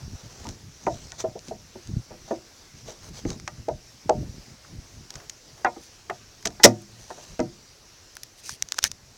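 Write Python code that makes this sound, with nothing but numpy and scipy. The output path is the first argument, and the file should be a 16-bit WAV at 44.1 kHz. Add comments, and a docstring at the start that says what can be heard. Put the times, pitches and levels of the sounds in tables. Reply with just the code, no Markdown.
"""Light wind buffets the microphone over an even outdoor hiss, then a hand starts to rub along an air pistol.
Close to a hand-held camera the break-barrel pistol is turned over on a plank table: it knocks on the planks,
its steel parts tick and the barrel is snapped shut. Knocks are sums of decaying plank modes; ticks, rubs and
the latch are shaped noise; the wind is deep noise with separate bumps and single-cycle thumps."""
import sys
import numpy as np
from scipy import signal
from scipy.fft import rfft, irfft, next_fast_len
from scipy.io import wavfile
from scipy.ndimage import uniform_filter1d, map_coordinates

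SR = 44100
rng = np.random.default_rng(int(sys.argv[2]) if len(sys.argv) > 2 else 0)


def decibels_to_gain(level_db):
    """Convert a level in decibels to a linear amplitude gain (20 dB per decade)."""
    exponent = np.asarray(level_db, float) / 20
    return 10 ** exponent


def wav_record(signal):
    """Record a signal, one row per channel, as 16-bit PCM in the file named by sys.argv[1]."""
    frames = np.transpose(np.atleast_2d(signal))
    bounded = np.clip(frames, -1, 1)
    # unit amplitude maps onto the largest positive 16-bit level
    quanta = np.round(bounded * 32767).astype(np.int16)
    wavfile.write(sys.argv[1], SR, quanta)


N = 404397  # samples, about 9.2 s


def unit(x):
    """Scales a signal to rms 1."""
    return x / np.sqrt(np.mean(x ** 2) + 1e-20)


def along(points, hz):
    """Reads (Hz, dB) points on a log frequency axis."""
    f, v = np.transpose(points)
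    return np.interp(np.log(hz + 1), np.log(f + 1), v)


def level(rows, axis=1):
    """Gain per sample from a dB column; -120 dB outside the rows."""
    rows = np.array(rows)
    return decibels_to_gain(np.interp(np.arange(N) / SR, rows[:, 0], rows[:, axis], -120, -120))


def wobble(rate):
    """A smooth random curve with rate knots a second."""
    knots = rng.standard_normal(int(N * rate / SR) + 4)
    return map_coordinates(knots, [np.arange(N) * rate / SR])


def coloured(x, spectrum):
    """x through a causal (minimum-phase) filter with the given spectrum."""
    m = next_fast_len(len(x) + 8192)
    log_gain = along(spectrum, np.fft.rfftfreq(m, 1 / SR)) * np.log(10) / 20
    cepstrum = irfft(log_gain, m)
    # folding the cepstrum onto positive time gives the minimum phase
    cepstrum[1:m // 2] *= 2
    cepstrum[m // 2 + 1:] = 0
    return irfft(rfft(x, m) * np.exp(rfft(cepstrum)), m)[:len(x)]


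def patchy(spectrum, patch_db):
    """Coloured noise of rms 1 with patches of random gain in time and pitch."""
    z = signal.stft(rng.standard_normal(N + SR), nperseg=512)[2]
    field = uniform_filter1d(rng.standard_normal(z.shape), size=6, axis=0)  # across pitch
    field = uniform_filter1d(field, size=12, axis=1)  # across time
    noise = signal.istft(z * decibels_to_gain(patch_db * unit(field)), nperseg=512)[1][:N]
    return unit(coloured(noise, spectrum))


def swell(s, peak_db, hold, rise, fade):
    """Gain per sample: rises to its peak at s, holds, then fades (slopes in dB per second)."""
    t = np.arange(N) / SR - s
    return decibels_to_gain(peak_db + rise * np.minimum(t, 0) - fade * np.maximum(t - hold, 0))


# Leaves and far hiss around the table. Each row: time in seconds, level in dB.
AIR_LEVEL = [(0, -50.5), (1.05, -53), (2.3, -51.5), (3.75, -53), (4.2, -51.5), (5.6, -52.5), (6.5, -52),
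             (7.2, -52.5), (9.17, -53.5)]
# Colour of that hiss at the microphone. Each row: frequency in Hz, relative density in dB per Hz.
AIR_COLOUR = [(15, -34), (25, 0.5), (70, -8.5), (105, -0.5), (124, -16), (238, -8.5), (377, -7), (494, -8),
              (1030, -12.5), (2200, -13), (3300, -15), (5840, -6), (8770, -23), (15100, -29.5),
              (16400, -30)]


def air():
    """Even outdoor hiss, peaked by the microphone port."""
    return level(AIR_LEVEL) * decibels_to_gain(0.5 * wobble(12)) * patchy(AIR_COLOUR, patch_db=1.5)


# Wind on the microphone between gusts. Each row: time in seconds, level in dB.
STEADY_WIND = [(0, -58), (.65, -51.5), (1.15, -62), (1.7, -57), (2.05, -66), (2.33, -57), (2.68, -62.5),
               (3.45, -56), (3.9, -55), (4.9, -65), (5.35, -61.5), (5.7, -61), (6.6, -66.5), (7.05, -53),
               (7.3, -51.5), (7.7, -59.5), (8.1, -66.5), (9.17, -71)]
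# Gusts on the microphone. Each row: time at full strength in seconds, level in dB, hold in seconds,
# fade in dB per second.
WIND_GUSTS = [(0.04, -43, 0.11, 600), (0.232, -44, 0.0083, 303), (0.473, -36, 0.0089, 350),
              (0.863, -40.5, .01, 56), (1.256, -43, .01, 138), (1.494, -41.5, .05, 150),
              (1.891, -32.5, 0.097, 540), (2.121, -45.5, .01, 92), (2.745, -46.5, .01, 150),
              (2.876, -48, .01, 400), (3.038, -43.5, 0.14, 103), (3.264, -37, 0.011, 64),
              (3.59, -45, .01, 600), (3.706, -42.5, .01, 290), (4.058, -42.5, 0.04, 100),
              (4.166, -35, 0.043, 78), (4.512, -49.5, 0.011, 140), (4.703, -44.5, 0.096, 125),
              (4.976, -42.5, .01, 120), (5.16, -56, .01, 90), (5.5, -56, .01, 120), (6.1, -52.5, .01, 64),
              (6.46, -47, .04, 154), (8.528, -49, .01, 500), (8.645, -52.5, 0.011, 477),
              (8.846, -41, 0.0074, 126), (9.09, -54, .01, 144)]
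# Colour of the wind rumble at the microphone. Each row: frequency in Hz, relative level in dB.
RUMBLE_COLOUR = [(12, -41.5), (20, -4), (60, -2), (125, -0.5), (207, -10.5), (358, -23), (398, -25.5),
                 (544, -35.5), (700, -37.5), (910, -75.5), (1540, -120)]


def wind():
    """Eddies push on the microphone port; stronger gusts add separate, sharper bumps."""
    rise_db_per_s, pushes_per_s = 504, 70
    gust = level(STEADY_WIND)
    for s, db, hold, fade in WIND_GUSTS:
        gust = gust + swell(s, db, hold, rise_db_per_s, fade)
    rumble = unit(decibels_to_gain(4.0 * wobble(30)) * patchy(RUMBLE_COLOUR, patch_db=2.0))
    pushes = (rng.random(N) < pushes_per_s / SR) * rng.standard_normal(N)
    bumps = unit(coloured(pushes, [(40, -19.5), (110, 0.0), (220, 5.5), (420, -9), (900, -56)]))
    # the bumps grow faster than the rumble as the gust strengthens
    return gust * rumble + decibels_to_gain(8.0) * gust ** 1.41 * bumps


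# Single strong eddies at the microphone. Each row: start in seconds, level in dB of the sine before its
# envelope, pitch in Hz.
EDDIES = [(0.031, -33, 115), (0.116, -34, 135), (1.889, -32, 84), (1.931, -18.5, 102), (1.964, -11.5, 120),
          (1.989, -32, 98), (3.598, -34, 72.7), (4.172, -25, 108), (4.187, -27, 73.5), (4.229, -28, 210),
          (4.259, -34, 140), (4.288, -25, 91), (4.379, -30, 195), (4.747, -35.5, 167), (4.777, -24.5, 72)]


def thumps():
    """A strong eddy swings the diaphragm through about one cycle."""
    out, t = np.zeros(N + SR), np.arange(SR // 10) / SR
    for s, level_db, hz in EDDIES:
        cycles = t * hz
        envelope = np.exp(-((cycles - 0.8) / 0.39) ** 2) * np.tanh(2 * cycles) ** 2
        out[round(s * SR):][:len(t)] += decibels_to_gain(level_db) * np.sin(2 * np.pi * cycles) * envelope
    return out[:N]


# Skin and metal sliding close to the microphone. 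Each row: time of the peak in seconds, length in seconds,
# then the peak levels of hiss, scuff and sizzle in dB.
RUB_STROKES = [(0.28, 0.45, -53, -55.5, -79), (0.468, 0.19, -46.5, -51, -78), (.98, 0.61, -50, -57, -72),
               (1.207, 0.055, -36, -43, -72), (1.48, 0.096, -51, -57, -64), (2.315, .13, -49.5, -54.5, -77),
               (2.79, 0.096, -53.5, -65.5, -70), (2.9, 0.11, -45, -48, -66), (3.059, 0.11, -49.5, -50, -61),
               (3.179, 0.12, -47, -51, -62), (3.31, 0.13, -45.5, -49.5, -78), (5.186, .2, -66, -52, -74),
               (5.6, 0.1, -58, -53.5, -72), (5.835, .09, -52, -76, -61), (7.187, 0.68, -50.5, -58.5, -65),
               (8.39, 0.04, -51, -70, -54.5), (8.497, 0.15, -38.5, -61.5, -46),
               (8.78, 0.049, -44, -54, -60), (8.835, 0.034, -35, -51, -52), (8.862, 0.045, -30, -51, -39.5)]


def strokes():
    """Gains per sample of hiss, scuff and sizzle: each rub swells to its peak and fades, in a rounded arch."""
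    gains = np.zeros((3, N))
    for s, length, *layers_db in RUB_STROKES:
        span = np.arange(round((s - length / 2) * SR), round((s + length / 2) * SR))
        arch = np.cos(np.pi * (span / SR - s) / length).clip(0) ** 1.2
        gains[:, span] += decibels_to_gain(np.array(layers_db)[:, None]) * arch
    return gains


# Colour of the skin's hiss along the pistol. Each row: frequency in Hz, relative level in dB.
SKIN_COLOUR = [(1060, -52), (1800, -9), (3490, -6.5), (3850, -2.5), (5260, -3.5), (6060, 3.5),
               (8500, -15.5), (11000, -41), (18700, -120)]


def rubs():
    """Sliding: gritty hiss from the skin, a dull scuff through the wood and a fine sizzle on close strokes."""
    scuff_colour = [(150, -29), (400, 9.5), (900, 5.5), (1800, 0.0), (3500, -18.5)]
    sizzle_colour = [(5000, -39.5), (8500, 5.5), (12000, -3), (16000, -11.5)]
    grit = decibels_to_gain(2.5 * wobble(350) + 1.2 * wobble(45))  # one roughness shared by the three layers
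    hiss = unit(grit * patchy(SKIN_COLOUR, patch_db=2.5))
    scuff = unit(grit * patchy(scuff_colour, patch_db=0.5))
    sizzle = unit(grit * patchy(sizzle_colour, patch_db=2.0))
    return (strokes() * [hiss, scuff, sizzle]).sum(0)


# Colour of the barrel latch close up. Each row: frequency in Hz, relative level in dB.
LATCH_COLOUR = [(590, -32), (1000, -6.5), (1210, -29), (1950, -1.5), (2730, -16.5), (3750, -7),
                (4360, -9.5), (5450, 3.5), (6490, -5), (9010, -18), (14200, -26.5), (16400, -39.5)]


def snap():
    """The latch rattles densely as the barrel closes, then is cut short, leaving a faint buzz."""
    start_s, hold_s, rattle_db, rise_db_per_s = 6.639, 0.016, -4, 4999.5
    buzz_db = -16.5  # against the rattle
    rattle = swell(start_s, rattle_db, hold_s, rise_db_per_s, fade=4500)
    buzz = swell(start_s, rattle_db + buzz_db, hold_s, rise_db_per_s, fade=499.5)
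    chatter = unit(decibels_to_gain(1.9 * wobble(400)) * patchy(LATCH_COLOUR, patch_db=0.0))
    return (rattle + buzz) * chatter


# Steel ticks close to the microphone. Each row: start in seconds, crack level in dB (before a common 5.5 dB
# cut), fall by 60 dB in seconds, then the lower clack and the sharp edge in dB against the crack.
STEEL_TICKS = [(0.469, -25.5, 0.0054, -8, -27.5), (0.4893, -21, 0.0051, -11, -19),
               (0.8664, -35, 0.021, 10.5, -33), (1.1196, -22, 0.0031, -17, -32),
               (1.3915, -32, 0.0094, -21, -27), (1.4835, -30, 0.014, -29, -21),
               (1.873, -30.5, 0.008, -34, -18), (3.2512, -44.5, 0.021, 14, -31),
               (3.3034, -21.5, 0.011, -11, -40), (3.3986, -31, 0.0091, -2, -18),
               (3.477, -21.5, 0.022, 2, -38), (3.6856, -35, 0.022, 1.5, -31), (4.0952, -16.5, 0.01, 0, -52),
               (5.1047, -22.5, 0.012, -9, -16), (5.1403, -31, 0.008, -7, -16),
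               (5.155, -27.5, 0.028, -5.5, -25), (5.2016, -47.5, 0.013, 11.5, -25),
               (5.2964, -21, 0.017, -24, -14.5), (5.6468, -22, 0.014, 10.5, -42),
               (6.0985, -31.5, 0.019, 16, -30.5), (6.4268, -35.5, 0.013, -4, -13.5),
               (6.4528, -21.5, 0.023, -1.5, -27), (6.4555, -11.5, 0.028, -9, -17),
               (6.4711, -13.5, 0.024, -18.5, -32), (6.5046, -36, 0.01, -4, -31.5),
               (6.6343, -2, 0.0052, -22, -24), (6.6384, 8, 0.016, -26.5, -20),
               (6.656, -4, 0.021, -5, -14.5), (6.819, -41.5, 0.0086, -32, 0),
               (7.3932, -30, 0.0088, 6.5, -29), (7.4023, -24, 0.012, -2, -37.5),
               (8.1536, -34.5, 0.0084, -16, -4), (8.1681, -26, 0.0082, -1, -7),
               (8.2332, -22, 0.012, -33, -6), (8.4932, -18, 0.0092, -3, -25),
               (8.6236, -6, 0.0067, -20, -14), (8.687, -25, 0.0073, -13, -13.5),
               (8.7213, -8, 0.0055, -11, -15), (8.743, -27.5, 0.008, -7, -12), (8.784, -20, 0.012, 4, -5.5),
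               (8.788, -8.5, 0.0078, -2.5, -20), (8.8400, 1.5, 0.0075, -11.5, -11),
               (8.8484, -12, 0.0076, -2.5, -14), (8.9152, -18, 0.0099, -13, -12)]
# Colour of the crack of steel. Each row: frequency in Hz, relative level in dB.
CRACK_COLOUR = [(1060, -41), (1800, -12), (2800, -9.5), (4160, -7.5), (6060, -0.5), (6860, -5.5),
                (8500, -15.5), (11000, -39), (18700, -120)]


def ticks():
    """Steel on steel: a crack a few milliseconds long, a lower clack from the frame, a sharp edge on top."""
    clack_colour = [(300, -23.5), (900, -5.0), (1600, 0.8), (2500, -2.5), (5000, -40.5)]
    edge_colour = [(5000, -42), (8500, 3.5), (11000, 0.8), (16000, -10.5), (18000, -21.0)]
    parts, t = np.zeros((3, N + SR)), np.arange(SR // 20) / SR
    for s, crack_db, t60, clack_db, edge_db in STEEL_TICKS:
        envelope = decibels_to_gain(-60 * t / t60) * (1 - np.exp(-t / 0.00031))
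        burst = rng.standard_normal((3, len(t))) * envelope
        burst[:, SR // 2500] += 4.5  # the contact itself is one sharp spike
        parts_db = crack_db - 5.5 + np.array([[0], [clack_db], [edge_db]])
        parts[:, round(s * SR):][:, :len(t)] += decibels_to_gain(parts_db) * burst
    total = np.zeros(N + SR)
    for part, colour in zip(parts, (CRACK_COLOUR, clack_colour, edge_colour)):
        noise_gain = np.std(coloured(rng.standard_normal(SR), colour))
        total += coloured(part, colour) / noise_gain  # the colour leaves the level of noise unchanged
    return total[:N]


# Knocks on the table at close range. Each row: start in seconds, level in dB (9.5 dB above the rms of the
# first 20 ms), centre of the ring in Hz, spread in octaves, damping factor.
TABLE_KNOCKS = [(0.451, -32, 960, 0.37, .75), (0.469, -35.5, 221, .9, 0.34), (0.868, -11, 592, 0.53, 0.97),
                (1.118, -37, 1120, 1.1, 0.77), (1.2397, -14, 597, 0.42, 0.78),
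                (1.354, -26.5, 540, 0.43, 1.6), (1.483, -32.5, 229, 0.54, .84),
                (1.51, -22.5, 576, 0.42, 1.07), (1.754, -30.5, 377, 0.88, 0.97),
                (2.107, -32.5, 450, .9, 0.62), (2.278, -37.5, 692, .9, 0.88), (2.308, -15, 467, 0.68, 0.82),
                (2.884, -33, 473, 0.63, 0.73), (3.251, -16.5, 347, 0.61, 1.3), (3.299, -31, 220, 1.3, 0.39),
                (3.477, -30, 1220, 0.94, 0.78), (3.6824, -14, 543, 0.48, 0.95), (4.093, -5.5, 594, 0.41, 1),
                (4.227, -25.5, 240, 0.54, 2.7), (4.644, -44, 1420, 0.34, 1.4), (5.646, -9, 1220, 0.92, 1.3),
                (5.659, -14.5, 965, 0.92, 0.78), (5.761, -31, 516, 0.87, 0.93),
                (6.096, -20, 900, 1.2, 0.98), (6.455, -21.5, 610, 1.27, 0.76), (6.597, -26, 1340, 1.2, 0.9),
                (6.638, -5.5, 1833, 1.4, 0.81), (6.646, 3, 404, 1.04, 0.87), (6.656, -20.5, 113, .3, .86),
                (7.103, -27, 840, 0.78, 0.93), (7.177, -37, 586, 0.86, 0.86), (7.393, -12, 347, 0.95, 0.84),
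                (7.405, -26, 145, 0.56, 0.88), (8.848, -24.5, 1925, 0.3, 3.2)]
# Modes of the planks. Each row: frequency in Hz, relative level in dB, fall by 60 dB in seconds at damping 1.
PLANK_MODES = [(113, -10.5, 0.84), (145, -10.5, 0.48), (203, -7, 0.44), (254, -2.5, 0.23), (337, -5, 0.33),
               (358.6, -2, .26), (411, -0.5, 0.1), (488.2, -1, .16), (602.6, -2.9, 0.23), (652, -4, 0.14),
               (729, -5.5, 0.24), (758, 1.5, 0.12), (913, -1, 0.16), (946, -10.5, 0.11), (1000, -16, 0.11),
               (1222, -3.5, 0.14), (1418, -1, 0.1), (1510, -18, 0.027), (1700, 0, 0.046),
               (1885, -0.5, 0.11), (1930, -18, 0.063), (2280, -13.5, 0.087), (2520, -9, 0.13),
               (3020, -11, 0.056), (3530, -7, 0.065), (4230, -9, 0.087)]


def knocks():
    """Each blow rings the plank modes near its centre and chatters in a dense, damped thud."""
    contact_s = 0.012  # how long the pistol chatters on the wood after the first touch
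    out, t = np.zeros(N + SR), np.arange(SR // 2) / SR
    hz, db, t60 = np.transpose(PLANK_MODES)[:, :, None]

    def sine(pitch):
        return np.sin(2 * np.pi * pitch * t)

    for s, level_db, centre_hz, spread, damping in TABLE_KNOCKS:
        draw = rng.standard_normal((8, *hz.shape))
        distance = np.log2(hz / centre_hz) / spread
        weight_db = db - 14 * np.log1p(0.51 * distance ** 2)
        ring_gain = np.sign(draw[0]) * decibels_to_gain(weight_db + 1.1 * draw[1] - 60 * t * damping / t60)
        ring = (ring_gain * sine(hz)).sum(0)
        # hand and pistol load the planks: detuned, more damped neighbours around every mode
        loaded_gain = np.sign(draw[2:5]) * decibels_to_gain(weight_db + 2.0 - 60 * t * damping * 1.89 / t60)
        loaded = (loaded_gain * sine(hz * (1 + 0.07 * draw[5:]))).sum((0, 1))
        # the first touch, then rough contact until the pistol settles
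        force = 0.07 * rng.standard_normal(SR // 10) * np.exp(-(t[:SR // 10] / contact_s) ** 2)
        force[0] = 0.96
        blow = 0.76 * ring + signal.fftconvolve(loaded, force)[:len(t)]
        blow *= 1 - np.exp(-t / 0.0014)  # wood yields: the onset is slightly rounded
        early_rms = np.sqrt(np.mean(blow[:SR // 50] ** 2))
        out[round(s * SR):][:len(t)] += decibels_to_gain(level_db - 9.5) * blow / early_rms
    return out[:N]


def scene():
    """Everything as heard at one microphone close to the table."""
    return (knocks() + ticks() + rubs() + snap() + wind() + thumps() + air())[None]


def low_pass(x):
    """Removes everything above the highest recorded frequency."""
    return signal.sosfilt(signal.butter(12, 16510, fs=SR, output="sos"), x)


def record(dry):
    """The microphone rolls off the deepest bass, below 22 Hz; the input clips at full scale."""
    rolled_off = signal.sosfilt(signal.butter(2, 22, "highpass", fs=SR, output="sos"), dry)
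    clipped = np.clip(rolled_off, -1, 1)
    return low_pass(clipped)


dry = scene()
out = record(dry)
wav_record(out)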